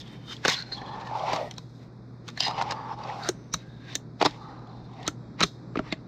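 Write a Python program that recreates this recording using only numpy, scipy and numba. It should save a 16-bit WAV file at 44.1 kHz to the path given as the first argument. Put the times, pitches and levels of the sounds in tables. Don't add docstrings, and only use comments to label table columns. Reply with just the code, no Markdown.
import sys
import numpy as np
from scipy import signal
from scipy.fft import rfft, irfft, next_fast_len
from scipy.io import wavfile
from scipy.ndimage import uniform_filter1d
from numba import njit

SR = 44100
rng = np.random.default_rng(int(sys.argv[2]) if len(sys.argv) > 2 else 0)


def attenuation_scalar(level_db):
    decades = np.asarray(level_db, float) / 20
    return 10 ** decades


def file_out(sig):
    cols = np.atleast_2d(sig).T
    lim = np.clip(cols, -1, 1)
    pcm = np.round(lim * 32767).astype(np.int16)
    wavfile.write(sys.argv[1], SR, pcm)


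N = 267761

# frequency in Hz, width in Hz, level in dB.
DECK_MODES = [(1070, 210, 6), (1777, 670, 13), (1840, 740, 17), (2420, 1000, -16.5)]
# frequency in Hz, width in Hz, level in dB.
AXLE_MODES = [(3350, 73, -2.5), (3712, 82, 5.5), (4070, 290, 1), (4950, 570, 0.5), (5230, 465, 1),
              (6070, 570, -2), (7130, 1370, -4.5)]
# frequency in Hz, gain in dB.
MIC_RESPONSE = [(5500, 0), (7500, -13), (9500, -51), (11000, -33.5), (13000, -30), (16500, -28.5)]


def unit(x):
    return x / np.sqrt(np.mean(x ** 2))


def peak(x):
    return x / np.abs(x).max()


def add(out, start_s, sound):
    i = int(start_s * SR)
    out[i:i + len(sound)] += sound


def colour(x, points):
    hz, db = np.transpose(points)
    size = next_fast_len(len(x))
    f = np.maximum(np.fft.rfftfreq(size, 1 / SR), 1)
    gain = attenuation_scalar(np.interp(np.log(f), np.log(hz), db))
    return irfft(rfft(x, size) * gain, size)[:len(x)]


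@njit
def band(x, hz, width_hz):
    y, b, l = np.empty(len(x)), 0., 0.
    for i in range(len(x)):
        g, k = np.tan(np.pi * hz[i] / SR), width_hz / hz[i]
        v = (b + g * (x[i] - l)) / (1 + g * (g + k))
        b, l, y[i] = 2 * v - b, l + 2 * g * v, k * v
    return y


def ring(x, modes, spread_db=0.):
    gains = np.ones(len(modes))
    if spread_db:
        gains = attenuation_scalar(spread_db * rng.standard_normal(len(modes)))
    out = 0
    for k, (hz, width_hz, db) in enumerate(modes):
        b, a = signal.iirpeak(hz, hz / width_hz, SR)
        out = out + (-1) ** k * gains[k] * attenuation_scalar(db) * signal.lfilter(b, a, x)
    return out


def walk(rate_hz):
    k = int(SR / rate_hz)
    steps = np.repeat(rng.standard_normal(N // k + 1), k)
    return unit(uniform_filter1d(uniform_filter1d(steps, k), k)[:N])


def garden():
    # frequency in Hz, density in dB per Hz.
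    air_spectrum = [(15, -45.5), (25, -18.5), (64, -9.5), (97, -18), (130, -2), (293, -8.5), (624, -21),
                    (1370, -27.5), (2450, -41), (3000, -60), (3700, -37), (5280, -41.5), (10400, -79),
                    (12500, -75), (16000, -89)]
    # frequency in Hz, level in dB rms.
    pump_tones = [(119.8, -48.5), (158, -57.5)]
    swell_db = 0.96 * walk(7.4) + 0.23 * walk(0.29)
    air = colour(rng.standard_normal(N) * attenuation_scalar(swell_db), air_spectrum)
    t = np.arange(N) / SR
    hum = 0
    for hz, db in pump_tones:
        level = attenuation_scalar(db + 1.0 * walk(13.0)) * np.sqrt(2)
        hum = hum + level * np.sin(2 * np.pi * hz * t + 0.087 * walk(3.1))
    return attenuation_scalar(-47) * unit(air) + hum


def grit(grain_db, flutter_db, rate_hz):
    level_db = grain_db * rng.exponential(size=N) + flutter_db * walk(rate_hz)
    return rng.standard_normal(N) * attenuation_scalar(level_db)


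def pressure():
    # time in seconds, wheel load in dB, board ring in Hz.
    runs = [
        [(0.62, -67, 845), (0.706, -60, 789), (0.772, -50, 850), (0.83, -42.5, 800), (0.87, -43, 858),
         (0.934, -41.5, 840), (0.988, -41, 850), (1.09, -39.5, 845), (1.108, -31, 860)],
        [(1.108, -38.5, 836), (1.174, -35, 836), (1.22, -34, 772), (1.274, -35.5, 810), (1.334, -32.5, 837),
         (1.42, -34.5, 610), (1.468, -42.5, 642), (1.526, -55.5, 735), (1.56, -73, 653)],
        [(2.462, -29, 834), (2.542, -37, 868), (2.622, -35.5, 813), (2.878, -39.5, 910), (2.93, -33.5, 832),
         (2.96, -50, 853), (2.995, -37.5, 882), (3.142, -36.5, 797), (3.258, -42, 737), (3.285, -44, 675)],
        [(4.29, -56, 797), (4.38, -52.5, 872), (4.552, -47.5, 866), (4.614, -53, 790), (4.772, -53.5, 830),
         (4.834, -60.5, 700), (4.914, -54.5, 848), (4.996, -47, 745), (5.07, -44, 910)],
    ]
    # peak in seconds, metal in dB, wood in dB re metal,
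    # rise and fall in seconds per 20 dB.
    scrapes = [(0, -45, -16, .01, 0.031), (.15, -64.5, 8, 0.67, 0.28), (0.33, -42.5, -6.5, 0.055, 0.038),
               (.445, -53, 10, 0.011, 0.011), (0.494, -23, -2.5, 0.04, 0.068),
               (0.598, -55.5, 5.5, 0.2, 0.27), (1.334, -48.5, 7.5, 0.27, 0.16),
               (1.6, -64.5, -18, 0.35, 0.3), (1.83, -75.5, 11.5, 0.11, 0.086),
               (2.3, -53.5, 1.5, 0.046, 0.028), (2.453, -38, 1.5, 0.084, 0.069),
               (2.594, -62, 24, 0.054, 0.039), (2.712, -62, 22, 0.087, 0.027), (3.1, -60.5, 9, 0.18, 0.33),
               (3.283, -47.5, -3, 0.1, 0.005), (3.586, -62.5, 3, 0.07, 0.19), (3.938, -52, 9, 0.11, 0.005),
               (4.27, -49.5, 2, 0.014, 0.12), (4.6, -92, -9, .6, 1), (5.073, -60.5, 13.5, 0.15, 0.0062),
               (5.4, -60.5, 23.5, 0.018, 0.015), (5.46, -46.5, -20, .03, 0.1),
               (5.886, -62.5, 13, 0.12, 0.09), (4.205, -52, -1, .02, 0.011), (.73, -50, -3, .02, .05)]
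    # time in seconds, level in dB.
    spin = [(0.0, -81), (.11, -82), (.13, -70), (0.17, -80), (0.93, -105), (1.45, -70.5), (1.6, -89),
            (2.27, -92), (2.57, -80), (2.77, -97), (3.01, -99), (3.21, -86), (4.62, -100.5), (6.07, -93)]
    touch_s = 0.0078
    t = np.arange(N) / SR
    load = metal = wood = 0
    for s, db, _ in map(np.transpose, runs):
        contact_gain = np.clip(np.minimum(t - s[0], s[-1] - t) / touch_s, 0, 1)
        load = load + attenuation_scalar(np.interp(t, s, db)) * contact_gain
    for s, db, wood_db, rise_s, fall_s in scrapes:
        swell = attenuation_scalar(db - 20 * np.where(t < s, (s - t) / rise_s, (t - s) / fall_s))
        metal = metal + swell
        wood = wood + attenuation_scalar(wood_db) * swell
    s, _, hz = np.transpose(np.concatenate(runs))
    on_board = load + attenuation_scalar(-10.5) * wood
    on_deck = wood + attenuation_scalar(-40) * load
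    on_axles = metal + attenuation_scalar(-27.5) * load + attenuation_scalar(-78)
    hiss = attenuation_scalar(-5 + np.interp(t, *np.transpose(spin)))
    on_sizzle = attenuation_scalar(-25.5) * on_axles + hiss
    return on_board, on_deck, on_axles, on_sizzle, np.interp(t, s, hz)


def rolling():
    # start and end in seconds, frequency and
    # width in Hz, # level in dB re axles.
    squeals = [(0, 0.388, 3090, 130, 1), (0, .1, 3350, 250, 5.5), (0.547, .76, 1530, 150, 0.5),
               (0.843, 0.998, 3350, 150, -5), (2.41, 2.528, 1960, 200, -2.5), (2.524, 2.625, 2880, 250, 2),
               (2.76, 2.96, 3240, 250, -6), (2.884, 2.962, 5200, 300, -3), (2.997, 3.16, 2480, 200, -3),
               (5.83, 5.92, 2010, 402, -6), (0, 0.37, 3640, 102, 3.5), (0.27, 0.34, 1390, 350, 1),
               (0.313, 0.327, 6370, 200, -4), (0.504, 0.566, 2870, 150, -9), (0.55, 0.625, 4120, 150, 4),
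               (0.713, 0.765, 4180, 150, 15), (0.753, 1.123, 1740, 100, 8.5), (0.74, 0.973, 3350, 250, 3.5),
               (1.392, 1.514, 1870, 90, 2), (2.388, 2.603, 4950, 128, 5), (2.395, 2.6, 2830, 151, -0.5),
               (2.405, 2.538, 4130, 150, -4), (2.74, 2.87, 4650, 120, 1), (3.188, 3.29, 1430, 302, 9.5),
               (3.52, 3.644, 3860, 150, 2), (3.61, 3.922, 1636, 80, 6), (3.657, 3.96, 3710, 250, 6.5),
               (4.362, 4.797, 4000, 246, 0.5), (4.37, 4.757, 1180, 148.5, 15.5),
               (5.83, 5.893, 1180, 300, 11), (2.575, 2.634, 850, 140, 23), (1.1, 1.177, 874, 60, 22),
               (1.254, 1.325, 860, 101, 13.5), (0.75, 0.97, 4090, 150, 5), (3.22, 3.274, 4330, 300, -1),
               (3.3, 3.532, 5680, 200, -2), (4.36, 4.62, 3650, 110, 0.5), (4.647, 5.047, 3710, 200, 5),
               (4.655, 4.9, 4060, 109, -1), (4.43, 4.566, 1820, 90, 4), (4.992, 5.065, 1890, 200, 4),
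               (2.462, 2.51, 3750, 150, 5.5), (2.74, 2.93, 1670, 200, 7), (5.44, 5.495, 4500, 300, -13),
               (.62, 0.73, 4150, 82, 2), (0.524, .56, 3400, 150, -3), (.505, .535, 1060, 150, -10),
               (0.44, .535, 2120, 150, -11), (3.3, 3.53, 6060, 300, 5), (0.58, 0.51, 5900, 700, -2),
               (2.42, 2.5, 3970, 180, -0.5), (2.52, 2.54, 4100, 150, -2), (2.4, 2.46, 3100, 150, 1.5),
               (1.17, 1.3, 662, 110, 14.5), (1.34, 1.4, 1130, 140, 9), (.77, .8, 3350, 150, 8),
               (5.9, 5.925, 3800, 200, 12)]
    # frequency in Hz, gain in dB.
    sizzle_spectrum = [(5500, -37.5), (8000, 0.5), (9500, -6.5), (11000, -15), (12500, -3.5), (15000, -15),
                       (16500, -52.5)]
    on_board, on_deck, on_axles, on_sizzle, board_hz = pressure()
    shared = grit(1.5, 1.3, 60)
    wood = shared + grit(1.8, 2.6, 30)
    rasp = shared + grit(2.6, 3.2, 50)

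    narrow = band(band(shared, board_hz, 260.), board_hz * (1 + .035 * walk(15)), 150.)
    wide = band(band(band(shared, board_hz, 680.0), board_hz, 680.0), board_hz, 990.0)
    upper_hz = 1.218 * board_hz
    upper = band(band(wood, upper_hz, 200.), upper_hz, 130.)
    board = unit(narrow) + .3 * unit(wide)
    board += attenuation_scalar(-6.5) * unit(ring(wood, [(550, 227, 1)]))
    board += attenuation_scalar(-8.5) * unit(upper)

    deck = ring(wood, DECK_MODES)
    axles = unit(ring(rasp, AXLE_MODES))
    for start_s, end_s, hz, width_hz, db in squeals:
        part = slice(int(start_s * SR), int(end_s * SR))
        tone = ring(ring(rasp[part], [(hz, 3 * width_hz, 0)]), [(hz, width_hz, 0)])
        axles[part] += attenuation_scalar(db) * unit(tone) * signal.windows.tukey(len(tone), .35)
    sizzle = colour(rasp, sizzle_spectrum)
    body = unit(board) * on_board + unit(deck) * on_deck + axles * on_axles
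    return colour(body, MIC_RESPONSE) + unit(sizzle) * on_sizzle


def contact(blow_db, chatter_s, tail_db, lead_in_db):
    t = np.arange(-1060, 5084) / SR
    after = np.maximum(t, 0)
    chatter = (t >= 0) * (np.exp(-after / chatter_s) + attenuation_scalar(tail_db) * np.exp(-after / 0.0029))
    lead_in = attenuation_scalar(lead_in_db) * np.exp(-np.abs(t) / 0.0063)
    grains = rng.standard_normal(len(t)) * attenuation_scalar(3.28 * rng.exponential(size=len(t)))
    return (lead_in + chatter) * grains + attenuation_scalar(blow_db) * (t == 0), after


def clink(crack_db, axle_hz):
    # frequency in Hz, gain in dB.
    crack_spectrum = [(3500, -27.5), (5200, -1), (6200, 10.5), (7300, -4), (9000, -13), (11000, -27.5),
                      (13000, -17.5), (15800, -26), (16600, -41)]
    force, after = contact(25.3, 0.0026, -14.5, -6.5)
    damped = [(hz, 2 * width_hz, db) for hz, width_hz, db in AXLE_MODES]
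    axles = peak(ring(force, [(axle_hz, 330, 1)])) + .9 * peak(ring(force, damped, 1.5))
    from_blow = np.arange(len(force)) >= np.argmax(after > 0) - 1
    crack = colour(force * from_blow * (np.exp(-after / 0.0057) + 0.29), crack_spectrum)
    return colour(peak(axles), MIC_RESPONSE) + attenuation_scalar(crack_db + 15.0) * peak(crack)


def clack(thump_db, thump_hz, width_hz, deck_hz):
    force, after = contact(28.7, 0.0048, -17.0, -6.0)
    late = np.maximum(after - .0012, 0)
    push = late / .0003 * np.exp(-late / 0.00019)
    thump = ring(push, [(thump_hz, width_hz, 3), (1.9 * thump_hz, 120, -6), (62, 30, -18),
                        (155, 35, -9), (300, 28, -6), (600, 250, -6)])
    spot = ring(force, [(deck_hz, 260, 1)])
    deck = peak(spot) + .45 * peak(ring(force, DECK_MODES, 1.5))
    return colour(peak(deck) + attenuation_scalar(thump_db + 13.5) * peak(thump), MIC_RESPONSE)


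def clacks():
    # time in seconds, deck and axle peaks in dB, deck and axle in Hz.
    sheet = [(.3231, -64, -55.5, 1380, 3600), (.4497, -12.5, -23.5, 1595, 3350),
             (.4551, -9.5, -27.5, 865, 3280), (.4803, -11.5, -14, 1480, 4240),
             (.4987, -28, -17.5, 2150, 3780), (.5187, -48, -27, 2340, 3130),
             (.7204, -33.5, -55, 1800, 4000), (.8155, -35, -54, 1730, 4000)]
    seam = [(1.1112, -38, -55, 866, 4000), (2.4797, -36, -22, 1220, 4000), (2.584, -43, -45, 980, 4900)]
    foot = [(1.3319, -14.5, -26.5, 990, 4600), (1.361, -21.5, -29, 953, 4300)]
    ramp = [(2.3748, -26.5, -30.5, 1840, 4290), (2.4044, -15.5, -14.5, 3010, 4480),
            (2.4265, -20.5, -24.5, 3050, 4900), (2.5102, -23.5, -33, 1100, 3730),
            (2.613, -14.5, -34, 990, 4930), (2.6224, -33.5, -25, 950, 3800),
            (2.7088, -21.5, -22.5, 1764, 4950), (2.721, -16.5, -26.5, 940, 4300)]
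    lip = [(1.5105, -35.5, -30, 2120, 3200), (1.5812, -32.5, -27, 1100, 4030),
           (2.28, -33, -31.5, 1400, 3420), (2.286, -27.5, -31.5, 1330, 3580)]
    box = [(3.5377, -28.5, -17, 2240, 5900), (3.5418, -21, -19, 1255, 3850)]
    tail = [(3.2883, -19, -20.5, 1450, 3780)]
    nose = [(3.953, -27, -16.5, 1760, 3680), (5.0775, -16.5, -15.5, 1390, 3740)]
    table = [(4.2128, -10.5, -29, 790, 2370), (4.2152, -10, -23, 856, 2250),
             (4.2235, -12, -19.5, 920, 4480), (4.2256, -8.5, -25, 796, 2420),
             (4.2287, -34.5, -44, 956, 3500), (4.2506, -12.5, -14.5, 930, 3720),
             (4.2576, -19, -13.5, 1350, 4950), (4.2605, -12, -19, 980, 4240), (4.2667, -33, -38, 970, 4400)]
    edge = [(5.4056, -15, -16, 1310, 3730), (5.4117, -7.5, -37, 1286, 3900), (5.43, -11.5, -13, 1430, 3900),
            (5.4355, -13.5, -11.5, 1290, 3680), (5.4425, -27, -30, 1360, 5100)]
    rim = [(5.7555, -30, -56, 1210, 3400), (5.772, -24.5, -45.5, 2240, 3420),
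           (5.7906, -21, -42, 1220, 3820), (5.9242, -16, -21, 1880, 3680)]
    # blows, thump in dB re a firm blow, thump frequency and width in Hz, crack in dB re axle.
    surfaces = [(sheet, -16.5, 473, 210, -15), (seam, -4, 720, 290, -23), (foot, -14, 630, 210, -21),
                (ramp, -22, 780, 220, -22.5), (lip, -29.5, 470, 49, -19.5), (box, -26, 625, 24, -16.5),
                (tail, -12, 442, 56, -9), (nose, -19, 292, 37, -15), (table, -18, 362, 78, -25.5),
                (edge, -20.5, 169, 31, -18.5), (rim, -15.5, 202, 95, -33.5)]
    # time in seconds, peak in dB, frequency in Hz.
    rattles = [(.012, -33, 3570), (0.077, -39.5, 3430), (.3655, -33, 3480), (0.4566, -15, 2860),
               (0.543, -21.5, 3480), (0.5668, -26, 3680), (0.602, -40, 4300), (.624, -39, 4060),
               (.7233, -39, 3870), (0.739, -39, 3940), (1.5385, -42.5, 5320), (1.5634, -45, 3700),
               (2.378, -45, 4700), (2.434, -18.5, 4780), (2.4543, -31, 5040), (2.579, -34, 4700),
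               (2.616, -35.5, 4850), (4.2474, -26, 5200), (4.3082, -32.5, 3730), (4.2017, -33, 3900),
               (5.394, -38, 3870), (5.425, -15.5, 3880), (2.4417, -30, 4200), (2.4665, -33, 4200)]
    # time in seconds, peak in dB, frequency in Hz.
    grit_ticks = [(0.8613, -35, 3300), (0.8906, -39, 3400), (0.9994, -39, 3260), (1.0104, -36, 2550),
                  (1.0493, -37.5, 3850), (1.0714, -30.5, 2840), (1.1534, -34, 2720), (1.195, -30.5, 3320),
                  (1.293, -29, 3130),
                  (2.9868, -39.5, 4070), (3.0363, -31, 4700), (3.234, -26, 4350),
                  (4.4156, -48, 4130), (4.497, -49, 4120), (4.6726, -47, 3600), (4.7698, -48, 4030),
                 (4.7928, -52, 4060), (4.9145, -48, 3600), (4.936, -42, 3620), (5.013, -49, 3670),
                 (5.029, -30, 3520), (5.0661, -24, 3870)]
    firm_db, thump_give = -26, 0.19
    out = np.zeros(N + 6144)
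    for blows, thump_db, thump_hz, width_hz, crack_db in surfaces:
        for s, deck_db, axle_db, deck_hz, axle_hz in blows:
            given_db = thump_db - thump_give * (deck_db - firm_db)
            knock = clack(given_db, thump_hz, width_hz, deck_hz)
            add(out, s, attenuation_scalar(deck_db) * knock + attenuation_scalar(axle_db) * clink(crack_db, axle_hz))
    for s, db, hz in rattles:
        add(out, s, attenuation_scalar(db) * clink(-31.5, hz))
    for s, db, hz in grit_ticks:
        add(out, s, attenuation_scalar(db - 4.5) * clink(-34, hz))
    out = out[1024:N + 1024]
    t = np.arange(SR // 3) / SR
    yard = unit(rng.standard_normal(len(t))) * np.exp(-np.log(1000) * t / 0.14)
    return out + attenuation_scalar(-44.0) * signal.fftconvolve(out, yard)[:N]


def knocks():
    # time in seconds, peak in dB, frequency and
    # width in Hz.
    soft_rings = [(0.45, -47, 65, 30), (0.485, -32, 150, 40), (3.2892, -19, 363, 35),
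                  (3.289, -36, 584, 60), (3.54, -30.5, 169, 25), (3.541, -40, 62, 25),
                  (4.2159, -18, 320, 60), (4.2263, -22, 330, 50), (4.2525, -29.5, 298, 60),
                  (4.263, -24.5, 305, 29.6), (4.259, -26, 152, 40), (5.08, -35.5, 307, 30),
                  (5.081, -39, 90, 35), (5.409, -31, 145, 50), (5.433, -23.5, 140, 55),
                  (5.435, -23.5, 401, 35), (5.433, -37.5, 55, 25), (5.758, -25, 383, 60.4),
                  (5.758, -44, 60, 30), (5.7738, -19, 284, 90), (5.7942, -21, 285, 90),
                  (5.793, -30.5, 405, 30), (5.793, -26, 625, 40), (5.793, -38.5, 60, 30),
                  (5.9262, -31, 290, 60), (5.926, -35, 406, 70), (5.927, -30.5, 633, 45),
                  (1.1115, -26, 860, 70), (4.2135, -26, 810, 202), (4.256, -18, 735, 200),
                  (4.2655, -17.5, 750, 200), (4.27, -25, 660, 150), (5.4136, -20, 550, 150),
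                  (5.4361, -14.5, 1320, 200), (5.7575, -27, 1270, 180), (5.792, -23, 1300, 180),
                  (5.768, -28, 494, 150),
                  (2.4045, -21.5, 3400, 200), (2.4052, -14, 4950, 130), (2.406, -20, 4500, 150),
             (2.4045, -25.5, 4600, 270), (2.4541, -27, 4880, 150), (2.4287, -25, 2950, 150),
             (0.5675, -28, 4050, 120), (0.579, -29, 4100, 100), (0.589, -28, 4500, 120),
             (0.6239, -27.5, 4210, 100), (.604, -30, 4150, 100), (.752, -35, 4200, 100),
             (.5525, -29, 3550, 150), (2.6235, -19.5, 860, 220), (2.721, -21, 770, 360),
             (5.4325, -15, 4150, 200), (3.3, -45, 5700, 60), (3.5425, -20, 3900, 93),
             (5.7558, -24, 1230, 120), (4.2145, -16, 950, 300), (4.2525, -19, 900, 300),
             (4.2565, -19, 900, 300), (.4512, -18, 1700, 400), (3.5418, -22, 1200, 200),
             (4.2135, -18, 2320, 230), (4.2605, -15.5, 980, 500), (5.4305, -18.5, 2600, 350),
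             (5.44, -24, 2400, 200), (5.4068, -14, 1300, 300), (4.2288, -21, 700, 250),
             (0.7215, -36, 4200, 150), (3.1, -30, 1920, 250)]
    out, t = np.zeros(N + SR), np.arange(SR // 5) / SR
    for s, db, hz, width_hz in soft_rings:
        push = np.gradient(t * np.exp(-t * hz / 0.21))
        add(out, s, attenuation_scalar(db) * peak(ring(push, [(hz, width_hz, 0)])))
    return colour(out[:N], MIC_RESPONSE)


def whines():
    # start and end in seconds, frequency in Hz, level in dB rms.
    thin_tones = [(3.28, 3.52, 8540, -91), (3.29, 3.53, 6200, -84), (4.27, 5.4, 7214, -91),
                  (5.074, 5.4, 7620, -85), (5.08, 5.4, 5744, -89), (5.44, 5.9, 6550, -88),
                  (5.45, 6.07, 7420, -92), (5.2, 5.4, 3290, -87)]
    out, t = np.zeros(N), np.arange(N) / SR
    for start_s, end_s, hz, db in thin_tones:
        wave = np.sqrt(2) * np.sin(2 * np.pi * hz * t + 1.6 * walk(40))
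        part = slice(int(start_s * SR), int(end_s * SR))
        tone = (wave * attenuation_scalar(db + 4 * walk(12)))[part]
        out[part] += tone * signal.windows.tukey(len(tone), .1)
    return out


def scene():
    # frequency in Hz, side minus mid in dB.
    side_spectrum = [(60, -34), (110, -41.5), (200, -30), (380, -38), (700, -36), (1290, -45), (2380, -37),
                     (4400, -30), (8120, -16.5), (15000, 5)]
    mid = garden() + rolling() + clacks() + knocks() + whines()
    scatter = rng.standard_normal(2048) * np.exp(-np.arange(2048) / 500)
    scattered = signal.fftconvolve(mid, scatter / np.linalg.norm(scatter))[:N]
    side = colour(scattered, side_spectrum)
    return np.array([mid + side, mid - side])


def roll_off(x):
    return signal.sosfilt(signal.butter(12, 16530, fs=SR, output="sos"), x)


def record(dry):
    rounded = np.tanh(1.15 * dry) / 1.054
    return roll_off(rounded)


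dry = scene()
out = record(dry)
file_out(out)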